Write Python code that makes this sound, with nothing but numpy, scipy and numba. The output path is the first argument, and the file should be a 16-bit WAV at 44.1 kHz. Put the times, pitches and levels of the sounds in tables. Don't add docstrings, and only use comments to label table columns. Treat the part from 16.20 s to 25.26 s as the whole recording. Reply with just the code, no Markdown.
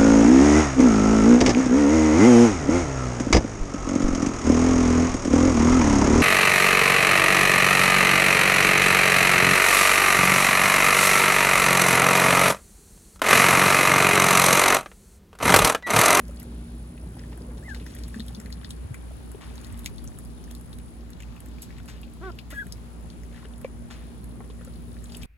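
import sys
import numpy as np
from scipy import signal
from scipy.fft import rfft, irfft
from scipy.io import wavfile
from scipy.ndimage import uniform_filter1d
from numba import njit

SR = 44100
rng = np.random.default_rng(int(sys.argv[2]) if len(sys.argv) > 2 else 0)


def transcribe(signal):
    frames = np.atleast_2d(signal).T
    limited = np.clip(frames, -1, 1)
    pcm = np.round(limited * 32767).astype(np.int16)
    wavfile.write(sys.argv[1], SR, pcm)


N = 399546
T = np.arange(N) / SR
HZ = np.arange(N // 2 + 1) * SR / N


def undb(db):
    return 10 ** (np.asarray(db) / 20)


def unit(x):
    return x / np.sqrt(np.mean(x ** 2))


def band(x, hz, width_hz):
    width_hz = min(width_hz, SR / 5)
    return signal.lfilter(*signal.iirpeak(hz, hz / width_hz, SR), x)


@njit
def svf(x, hz, damp):
    mid, high, b, l = np.empty(len(x)), np.empty(len(x)), 0., 0.
    for i in range(len(x)):
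        g = np.tan(np.pi * hz[i] / SR)
        v = (b + g * (x[i] - l)) / (1 + g * (g + damp))
        mid[i] = damp * v
        high[i] = x[i] - damp * v - l - g * v
        b, l = 2 * v - b, l + 2 * g * v
    return mid, high


def add(track, s, x):
    i = int(s * SR)
    track[i:i + len(x)] += x[:N - i]


def fade(t60_s, rise_s):
    t = np.arange(int(t60_s * SR) + 8) / SR
    return (1 - np.exp(-t / rise_s)) * 1000 ** (-t / t60_s)


def walk(rate):
    hold = int(SR / rate)
    steps = np.repeat(rng.standard_normal(N // hold + 1), hold)
    smooth = uniform_filter1d(uniform_filter1d(steps, hold), hold)
    return 1.25 * smooth[:N]


# start_s, change_db
HUM_CHANGE = [(0, 2), (2, 2), (4, -1.5), (7, -1.5), (8, -0.6), (9.06, -0.5)]


def hum_change():
    s, db = np.transpose(HUM_CHANGE)
    return np.interp(T, s, db)


HUM_RATES = [59.02, 55.0, 60.0]
# level_db (rms) of 1, 2, 3, 4 and 5 times its base rate
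HUM_LEVELS = [(-41.5, -55, -57, -51, -66), (-47, -66, -54, -64, -75), (-70, -56, -70, -59.5, -75)]


def hums(hum_db):
    out = 0
    for hz, levels_db in zip(HUM_RATES, HUM_LEVELS):
        for k, db in enumerate(levels_db, 1):
            gain = np.sqrt(2) * undb(db + 0.52 * k * walk(3.27))
            out = out + gain * np.sin(2 * np.pi * (k * hz * T + rng.random()))
    return out * undb(hum_db)


# pitch_hz, level_db (for each Hz of width)
HISS_COLOUR = [(28, -79), (45, -60), (60, -62.5), (110, -65), (250, -70), (500, -81.5), (1000, -88),
               (2000, -95.5), (4000, -100), (5500, -103), (7000, -102), (9000, -108), (11500, -104),
               (13500, -114), (15000, -108), (16000, -112)]


def breeze(gust_db, rumble_db):
    hz, db = np.transpose(HISS_COLOUR)
    colour_db = np.interp(np.log(HZ + 1), np.log(hz), db, left=-120)
    colour = rfft(rng.standard_normal(N)) * undb(colour_db) * np.sqrt(SR / 2)
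    octave = np.log2((HZ + 1) / 30)
    out = np.zeros(N)
    for k in range(11):
        part = irfft(colour * np.clip(1 - abs(octave - k), 0, 1), N)
        swell_db = gust_db + 1.6 * walk(7)
        if k < 5:
            swell_db = swell_db + rumble_db
        out += part * undb(swell_db)
    return out


# start_s, level_db (rms), pitch_hz (middle of each stroke's climb)
INSECT_PATH = [(0, -57.5, 9620), (4.77, -57.5, 9620), (4.81, -66, 9450), (6.5, -66, 9450), (6.6, -60, 9480),
               (7.8, -59.5, 9520), (8.3, -58.5, 9620), (9.06, -58, 9620)]
STROKE_RATE_HZ = 64.2


def insect():
    s, db, hz = np.transpose(INSECT_PATH)
    stroke = (STROKE_RATE_HZ * T + 0.13 * walk(6.3)) % 1
    hz = np.interp(T, s, hz) * (1 + 0.049 * (stroke - .5))
    noise = rng.standard_normal(N)
    rasp = svf(svf(noise, hz, 0.045)[0], hz, 0.07)[0]
    skirt = undb(-12) * band(band(noise, 9190, 1200), 9380, 1800)
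    pulse = .35 + np.sin(np.pi * stroke)
    return unit((rasp + skirt) * pulse) * undb(np.interp(T, s, db))


KNOCK_CYCLES = 15
KNOCK_SHORTEST_S, KNOCK_LONGEST_S = .013, .067
SHORTEST_RISE_S, UPPER_MODE_DB = .0008, -15
DRIP_HZ = 3000
DRIP_GLIDE = .25
DRIP_ROUGH = .8
# start_s, level_db (about the peak),
# pitch_hz (before any glide)
KNOCKS_AND_DRIPS = [(.052, -50, 5000), (.093, -38.5, 560), (.161, -45, 8000), (.171, -46, 4500),
                    (.219, -49, 2000), (.779, -46, 2600), (.968, -41.5, 794), (.993, -42, 5260),
                    (1.13, -44.5, 2760), (1.176, -50, 1500), (1.219, -47, 5000), (1.124, -42.5, 890),
                    (1.209, -38, 447), (1.288, -38.5, 490), (1.317, -49, 820), (1.381, -50, 4200),
                    (1.387, -47, 810), (1.436, -47, 7750), (1.481, -45, 850), (1.561, -48, 840),
                    (1.61, -41, 430), (1.764, -45, 1900), (1.766, -45, 3300), (1.959, -44, 6700),
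                    (2.003, -37.5, 1820), (2.259, -43, 4270), (2.447, -41, 1850), (1.962, -28, 217),
                    (1.995, -29, 212), (2.064, -40, 169), (2.176, -30.5, 206), (2.25, -35, 200),
                    (2.37, -36.5, 184), (2.105, -45, 800), (2.213, -46, 1500), (2.643, -26, 92),
                    (2.705, -22, 116), (2.909, -40.5, 620), (3.146, -33, 403), (3.211, -44.5, 1780),
                    (3.233, -42, 1110), (3.272, -49, 1750), (3.274, -45, 950), (3.301, -47, 2380),
                    (3.31, -45, 800), (3.439, -48, 3020), (3.514, -28, 89), (3.543, -47, 3600),
                    (3.711, -41, 407), (4.278, -48, 1760), (4.586, -45, 3800), (4.932, -42.5, 4040),
                    (4.968, -52, 3000), (5.024, -47, 2020), (5.032, -41, 2650), (5.178, -49, 2500),
                    (5.285, -47, 7500), (5.384, -44, 2380), (5.526, -45, 2180), (5.6, -45, 1500),
                    (5.601, -47, 3520), (6.118, -48, 5100), (6.12, -53, 3100), (6.324, -38.5, 281),
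                    (6.329, -39.5, 596), (6.459, -35.5, 173), (7.146, -45.5, 1750), (7.23, -44, 1050),
                    (7.252, -40.5, 422), (7.254, -42.5, 2880), (7.336, -47, 3540), (7.447, -22.5, 522),
                    (8.204, -42.5, 432), (8.204, -37.5, 790), (8.207, -42, 1020), (8.222, -52, 945),
                    (8.299, -39, 430), (8.3, -43, 1030), (8.41, -43, 516), (8.475, -39.5, 500),
                    (8.477, -48, 1440), (8.536, -47, 3920), (8.857, -44, 4000), (8.95, -36.5, 4930),
                    (9.021, -44, 5360)]


def knocks():
    out = np.zeros(N)
    faint = []
    for when, size, pitch in rng.random((90, 3)):
        faint.append((when * N / SR, -54 + 8 * size, 300 * 3 ** pitch))
    for s, db, hz in KNOCKS_AND_DRIPS + faint:
        t60_s = np.clip(KNOCK_CYCLES / hz, KNOCK_SHORTEST_S, KNOCK_LONGEST_S)
        shape = fade(t60_s, max(1.07 / hz, SHORTEST_RISE_S))
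        shape = shape / shape.max()
        small = min(hz / DRIP_HZ, 1)
        along = np.arange(len(shape)) / len(shape)
        glide = DRIP_GLIDE * small * rng.random() * (2 * along - .3)
        phase = 2 * np.pi * np.cumsum(hz * (1 + glide)) / SR
        rough = DRIP_ROUGH * small
        fizz = unit(band(rng.standard_normal(len(shape)), hz, .5 * hz))
        tone = np.sqrt(1 - rough ** 2) * np.sin(phase) + rough * fizz / 2
        upper = undb(UPPER_MODE_DB) * shape ** 3.2 * np.sin(2.05 * phase)
        add(out, s, undb(db) * (shape * tone + upper))
    return out


LEAD_S = .01
RING_WIDTH = .27
WET_DB = -17.5


def clack(db, ring_hz, bright_db, tick_hz):
    burst, shape = np.zeros(2048), fade(.008, .0006)
    first_s, rebound_s, first, rebound = rng.random(4)
    add(burst, LEAD_S - .002 - 0.0053 * first_s, undb(-15 - 10 * first) * shape)
    add(burst, LEAD_S, shape)
    add(burst, LEAD_S + 0.0043 + 0.0143 * rebound_s, undb(-15 - 12 * rebound) * shape)
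    add(burst, LEAD_S, undb(WET_DB) * fade(.05, .004)[:1600])
    ring_noise, tick_noise = burst * rng.standard_normal((2, 2048))

    ring = band(band(ring_noise, ring_hz, RING_WIDTH * ring_hz), ring_hz, 0.7 * ring_hz)
    ring += undb(-19) * band(band(ring_noise, 1690, 540), 2100, 1500)
    ring += undb(-26) * band(ring_noise, 2500, 4300)
    tick = band(band(tick_noise, tick_hz, 1700), tick_hz, 8000)
    tick += undb(-3.5) * band(np.diff(tick_noise, prepend=0), 9240, 2500)

    bright = min(undb(bright_db), .98)
    dull = np.sqrt(1 - bright ** 2)
    return undb(db) * (dull * ring / abs(ring).max() + bright * tick / abs(tick).max())


# start_s (the blow), level_db (about the peak), ring_hz, bright_db (share of wet tick), tick_hz
BILL_CLACKS = [(0.081, -40, 5690, -2.5, 10150), (0.1095, -40, 1350, -1, 9650),
               (0.199, -31.5, 4600, 0, 11800), (0.2293, -31, 1410, 0, 10300), (0.777, -44, 2000, -16, 9830),
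               (0.995, -44, 1870, -18, 9810), (1.037, -43, 1780, -17, 9730),
               (1.129, -43.5, 1790, -23, 9780), (1.175, -39.5, 1520, -1.5, 11000),
               (1.5454, -32.5, 1780, -5, 7500), (1.547, -33.5, 3820, -20, 7500),
               (1.664, -34, 1930, -3.5, 6200), (1.75, -33, 1780, 0, 11000), (1.786, -37, 1950, -2, 9840),
               (1.8354, -31, 4140, -3.5, 7050), (1.881, -34.5, 1810, 1, 10400),
               (1.9433, -32.5, 1630, -11, 10600), (1.996, -31.5, 3700, -7.5, 10000),
               (2.0032, -27.5, 4000, -18, 10100), (2.0643, -38, 1310, 0, 10800),
               (2.082, -33, 3800, -2.5, 10900), (2.1477, -33.5, 4250, -5, 6400),
               (2.2, -30.5, 1600, 0, 7500), (2.26, -37, 1840, -9, 10000), (2.303, -38.5, 2020, -3, 9790),
               (2.325, -31, 4420, -6.5, 6600), (2.432, -44, 1810, -16, 9840),
               (2.446, -31.5, 3700, -25, 6560), (2.4918, -39, 1440, 0, 10200),
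               (2.5058, -27, 3900, -2, 8660), (2.743, -31, 2240, -2, 9600), (2.7432, -39, 1590, -20, 9600),
               (3.1162, -35, 1440, 0, 10700), (3.21, -37, 1210, -25, 7540), (3.355, -38.5, 1460, 0, 6740),
               (3.3788, -36.5, 3930, -12, 6420), (3.4134, -38, 1410, 0, 7040),
               (3.4455, -34, 3960, -2.5, 7160), (3.4679, -39, 1770, 0, 7020), (3.524, -37, 1770, 0, 9800),
               (3.576, -39, 2390, 0, 10100), (3.592, -32, 3600, 0, 11000), (3.644, -37, 4000, -2, 11100),
               (3.6592, -18, 4100, -1, 7330), (3.6598, -23.5, 2390, -5.5, 6900),
               (3.782, -34.5, 4200, -14, 10500), (3.8416, -34, 1310, 0, 10400),
               (3.875, -34.5, 6470, -15, 6500), (3.987, -30, 1410, 0, 10200), (4.0496, -40, 1630, 0, 10100),
               (4.24, -39, 5690, -4, 6350), (4.31, -36.5, 1780, -0.5, 11500),
               (4.3112, -35.5, 3330, -1, 6700), (4.3498, -33.5, 4640, -3.5, 11200),
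               (4.41, -37, 1770, 0, 10500), (4.529, -37, 3920, -5, 10400), (4.5851, -36, 1780, 0, 9450),
               (4.9037, -38.5, 1580, 1, 11200), (5.003, -34.5, 2340, -2.5, 7500),
               (5.0222, -39, 2960, -2, 7640), (5.1645, -42, 2560, -20, 9700), (5.2035, -35, 2330, 0, 10200),
               (5.2593, -40, 1790, 0, 12000), (5.4203, -29.5, 4140, 0, 11400),
               (5.505, -39.5, 2050, -21, 10300), (5.5832, -39.5, 2140, -3.5, 8230),
               (5.657, -39, 1590, 0, 10100), (5.679, -39.5, 2500, -3, 7600),
               (5.8144, -38.5, 1530, 0, 12200), (5.8316, -38, 2800, -21, 7770),
               (5.936, -42, 1350, 0, 10400), (6.1874, -35, 2600, -8, 11200),
               (6.1873, -33.5, 3250, -20, 11200), (6.188, -39, 4550, -20, 9000),
               (6.305, -38, 1920, 1, 11600), (6.4678, -36, 1900, -1, 10100),
               (6.523, -24.5, 5360, -4, 10300), (6.9007, -38.5, 4130, -9, 6440),
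               (7.034, -40.5, 1940, -1.5, 6730), (7.177, -40, 1510, -23, 7810),
               (7.226, -44, 1700, -14, 9530), (7.251, -38, 1640, -26, 9810), (7.3798, -39, 1480, 0, 10100),
               (7.414, -38.5, 1660, -1, 11100), (7.4452, -31.5, 2230, -30, 9580),
               (8.0418, -38.5, 1700, 0, 10900), (8.204, -46, 1890, -25, 9700), (8.409, -43, 1520, -2, 9820),
               (8.4482, -35.5, 1540, 0, 8040), (8.4748, -46, 1440, -16, 9830),
               (8.7672, -41, 1920, -20, 9480), (8.8412, -35, 8200, -7, 10500),
               (8.9205, -35.5, 4380, -8, 7950), (8.9464, -32.5, 2700, -8, 10200),
               (8.9685, -30.5, 2580, 0, 10400), (9.032, -32.5, 2570, -5, 11500)]


def bill():
    out = np.zeros(N)
    for s, *sound in BILL_CLACKS:
        add(out, s - LEAD_S, clack(*sound))
    for which, when, size, pitch, wet in rng.random((550, 5)):
        s = BILL_CLACKS[int(which * len(BILL_CLACKS))][0] + .24 * (when - .5)
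        level_db = -54 - 2.2 * np.log(1 - .93 * size)
        bright_db = min(12 - 50 * wet, 0)
        nibble = clack(level_db, 900 * 6 ** pitch, bright_db, 6500 + 6000 * pitch)
        add(out, np.clip(s, 0, N / SR - .05), nibble)
    return out


SPLASH_WIDTH = 2.1
SQUIRT_S = 0.21
# start_s, level_db (rms before the fade), centre_hz, t60_s (time to lose 60 dB)
WATER_SPLASHES = [(.195, -54, 6000, .16), (.97, -59, 1770, 0.5), (.925, -63, 3300, 0.08),
                  (1.3, -51.5, 1300, 0.11), (1.37, -55.5, 4000, .12), (1.487, -50, 3500, 0.18),
                  (1.548, -46.5, 3730, 0.11), (1.596, -48.5, 2400, 0.11), (1.661, -54, 4000, 1.15),
                  (1.929, -58.5, 2800, 1.4), (3.212, -49, 1470, 0.53), (3.664, -50, 2200, 0.089),
                  (4.988, -62, 2400, 0.73), (5.419, -42, 6700, 0.13), (5.682, -47.5, 1640, 0.4),
                  (5.682, -47, 6000, 0.17), (6.191, -44, 4040, 0.044), (6.304, -43, 1740, 0.24),
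                  (6.302, -41, 10600, 0.11), (6.341, -54, 10800, 0.77), (7.152, -53.5, 1600, 0.34),
                  (7.702, -47, 1260, 0.58), (7.706, -46.5, 3500, 0.18), (8.204, -40.5, 920, 0.052),
                  (8.299, -48, 3150, 0.065), (8.41, -49.5, 1300, 0.09), (8.476, -53, 1100, .07),
                  (8.893, -50, 3500, 0.091), (8.919, -53, 4000, 0.33), (9.015, -49, 3500, .15)]


def splashes():
    out = np.zeros(N)
    for s, db, hz, t60_s in WATER_SPLASHES:
        shape = fade(t60_s, 0.002)
        size_db = 3.1 * np.minimum(rng.exponential(size=len(shape)), 3)
        size_db = np.repeat(size_db, 60)[:len(shape)]
        drops = rng.standard_normal(len(shape)) * undb(size_db)
        width_hz = SPLASH_WIDTH * hz * min(t60_s / SQUIRT_S, 1)
        water = band(band(drops, hz, width_hz), hz, width_hz)
        add(out, s, undb(db) * shape * unit(water))
    return out


def voice(table):
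    s, hz, db = np.transpose(table)
    t = np.arange(s[0], s[-1], 1 / SR)
    edge = np.clip(np.minimum(t - s[0], s[-1] - t) / 0.0013, 0, 1)
    pitch = np.interp(t, s, hz)
    phase = 2 * np.pi * np.cumsum(pitch) / SR
    return s[0], pitch, phase, edge * undb(np.interp(t, s, db))


# start_s, pitch_hz, level_db (peak of the main tone)
PEEP_PATHS = [
    [(1.425, 1560, -50), (1.44, 1890, -56), (1.46, 2090, -48), (1.472, 2080, -49), (1.494, 1760, -36.5),
     (1.505, 1744, -44), (1.514, 1630, -34), (1.527, 1580, -38), (1.534, 1470, -47), (1.542, 1400, -54)],
    [(6.325, 1330, -38), (6.333, 1450, -43), (6.34, 1690, -42), (6.353, 1690, -44), (6.362, 1670, -39),
     (6.386, 1650, -29), (6.402, 1694, -29), (6.416, 1655, -29), (6.427, 1495, -35.5), (6.434, 1410, -44)],
    [(6.389, 1940, -56), (6.398, 1965, -42), (6.408, 1950, -57)],
    [(6.306, 1940, -52), (6.316, 1970, -50), (6.34, 1940, -53), (6.368, 1930, -58)],
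]
# level_db of the second harmonic under the first, at the highest pitch
PEEP_SECOND = [-40, -23, -45, -45]


def peeps():
    out = np.zeros(N)
    for table, second_db in zip(PEEP_PATHS, PEEP_SECOND):
        s, pitch, phase, gain = voice(table)
        second = undb(second_db) * (pitch / pitch.max()) ** 16 * np.sin(2 * phase)
        add(out, s, gain * (np.sin(phase) + second))
    return out


# start_s, pitch_hz, level_db (rms of the harmonics)
QUACK_PATH = [(6.012, 312, -46), (6.022, 333, -44), (6.038, 383.6, -37), (6.065, 381, -37),
              (6.088, 361, -37.5), (6.098, 343, -40), (6.107, 327, -37)]
# pitch_hz, level_db (relative)
THROAT_COLOUR = [(330, 2), (750, -4.5), (1100, -4.5), (1480, -3), (1800, -20), (2200, -19), (2800, -37),
                 (3350, -25), (4300, -55)]


def quack():
    out = np.zeros(N)
    s, pitch, phase, gain = voice(QUACK_PATH)
    hz, db = np.transpose(THROAT_COLOUR)
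    n = len(phase)
    stack = np.zeros(n)
    for k in range(1, 12):
        colour_db = np.interp(np.log(k * pitch), np.log(hz), db)
        waver_db = (1 + 0.35 * k) * walk(88)[:n]
        shaky_phase = k * (phase + .05 * walk(150)[:n]) - k * k
        stack += undb(colour_db + waver_db) * np.cos(shaky_phase)
    rasp = (1 + np.cos(phase)) * band(band(rng.standard_normal(n), 2000, 2500), 2200, 3000)
    add(out, s, gain * (unit(stack) + undb(-21) * unit(rasp)))
    return out


def slats(x):
    scatter = fade(0.084, 0.002)
    scatter = scatter * rng.standard_normal(len(scatter))
    return undb(-10) * signal.fftconvolve(x, scatter / np.linalg.norm(scatter))[:N]


# pitch_hz, pan_db (left minus right), lag_radians (left behind right),
# likeness (of the background at the two ports, -1 to 1)
PORT_DIFFERENCES = [(0, -3, -9, 1), (63.5, -1.5, 0.15, 0.47), (106, -1.5, 1.75, 0), (229, 0.5, 0, 0.13),
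                    (420, 0, 0.5, 0.68), (736, -0.5, -1, 0), (1624, 5.5, 1.5, 0.098), (2154, 5.5, -2, 0),
                    (4910, 8, 3.5, 0.068), (7340, -6, 6.5, 0.26), (7680, 8.5, 4.5, 1),
                    (8460, 0.5, 8.5, 0.66), (15950, -0.5, 19, 1)]


def ports(near, left, right):
    hz, *columns = np.transpose(PORT_DIFFERENCES)
    pan_db, lag, like = (np.interp(HZ, hz, column) for column in columns)
    like = np.clip(like, -1, 1)
    near, shared, own = rfft(near), rfft(left), rfft(right)
    left_port = (near + shared) * undb(pan_db / 2) * np.exp(-1j * lag)
    right_back = like * shared + np.sqrt(1 - like ** 2) * own
    right_port = (near + right_back) * undb(-pan_db / 2)
    return irfft(np.array([left_port, right_port]), N)


def scene():
    hum_db = hum_change()
    gust_db = .9 * walk(2)
    ducks = bill() + splashes() + peeps() + quack()
    near = ducks + knocks() + insect() + hums(hum_db)
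    left, right = (breeze(gust_db, .7 * hum_db) + slats(ducks) for _ in range(2))
    return ports(near, left, right)


TOP_HZ = 16000
# start_s, edge_hz, swing (share of the centre swung out of phase at the edge, 0-1)
BASS_NARROWING = [(0, 840, 0.03), (1.1, 820, 0.08), (2, 350, 0.07), (2.7, 246, 0.68), (3.4, 183, 0.55),
                  (4.2, 28.8, 0.37), (9.06, 39.3, 0.47)]


def record(dry):
    s, edge_hz, swing = np.transpose(BASS_NARROWING)
    edge = np.exp(np.interp(T, s, np.log(edge_hz)))
    swing = np.clip(np.interp(T, s, swing), 0, 1)
    mid, side = (dry[0] + dry[1]) / 2, (dry[0] - dry[1]) / 2
    swung = swing * svf(mid, edge, 0.78)[0]
    mid, side = mid - swung, side + swung
    for damp in (1.9, 1.6, 1.1, .5):
        side = svf(side, 0.59 * edge, damp)[1]
    top_cut = signal.ellip(10, .2, 80, TOP_HZ, fs=SR, output="sos")
    return signal.sosfilt(top_cut, [mid + side, mid - side])


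dry = scene()
out = record(dry)
transcribe(out)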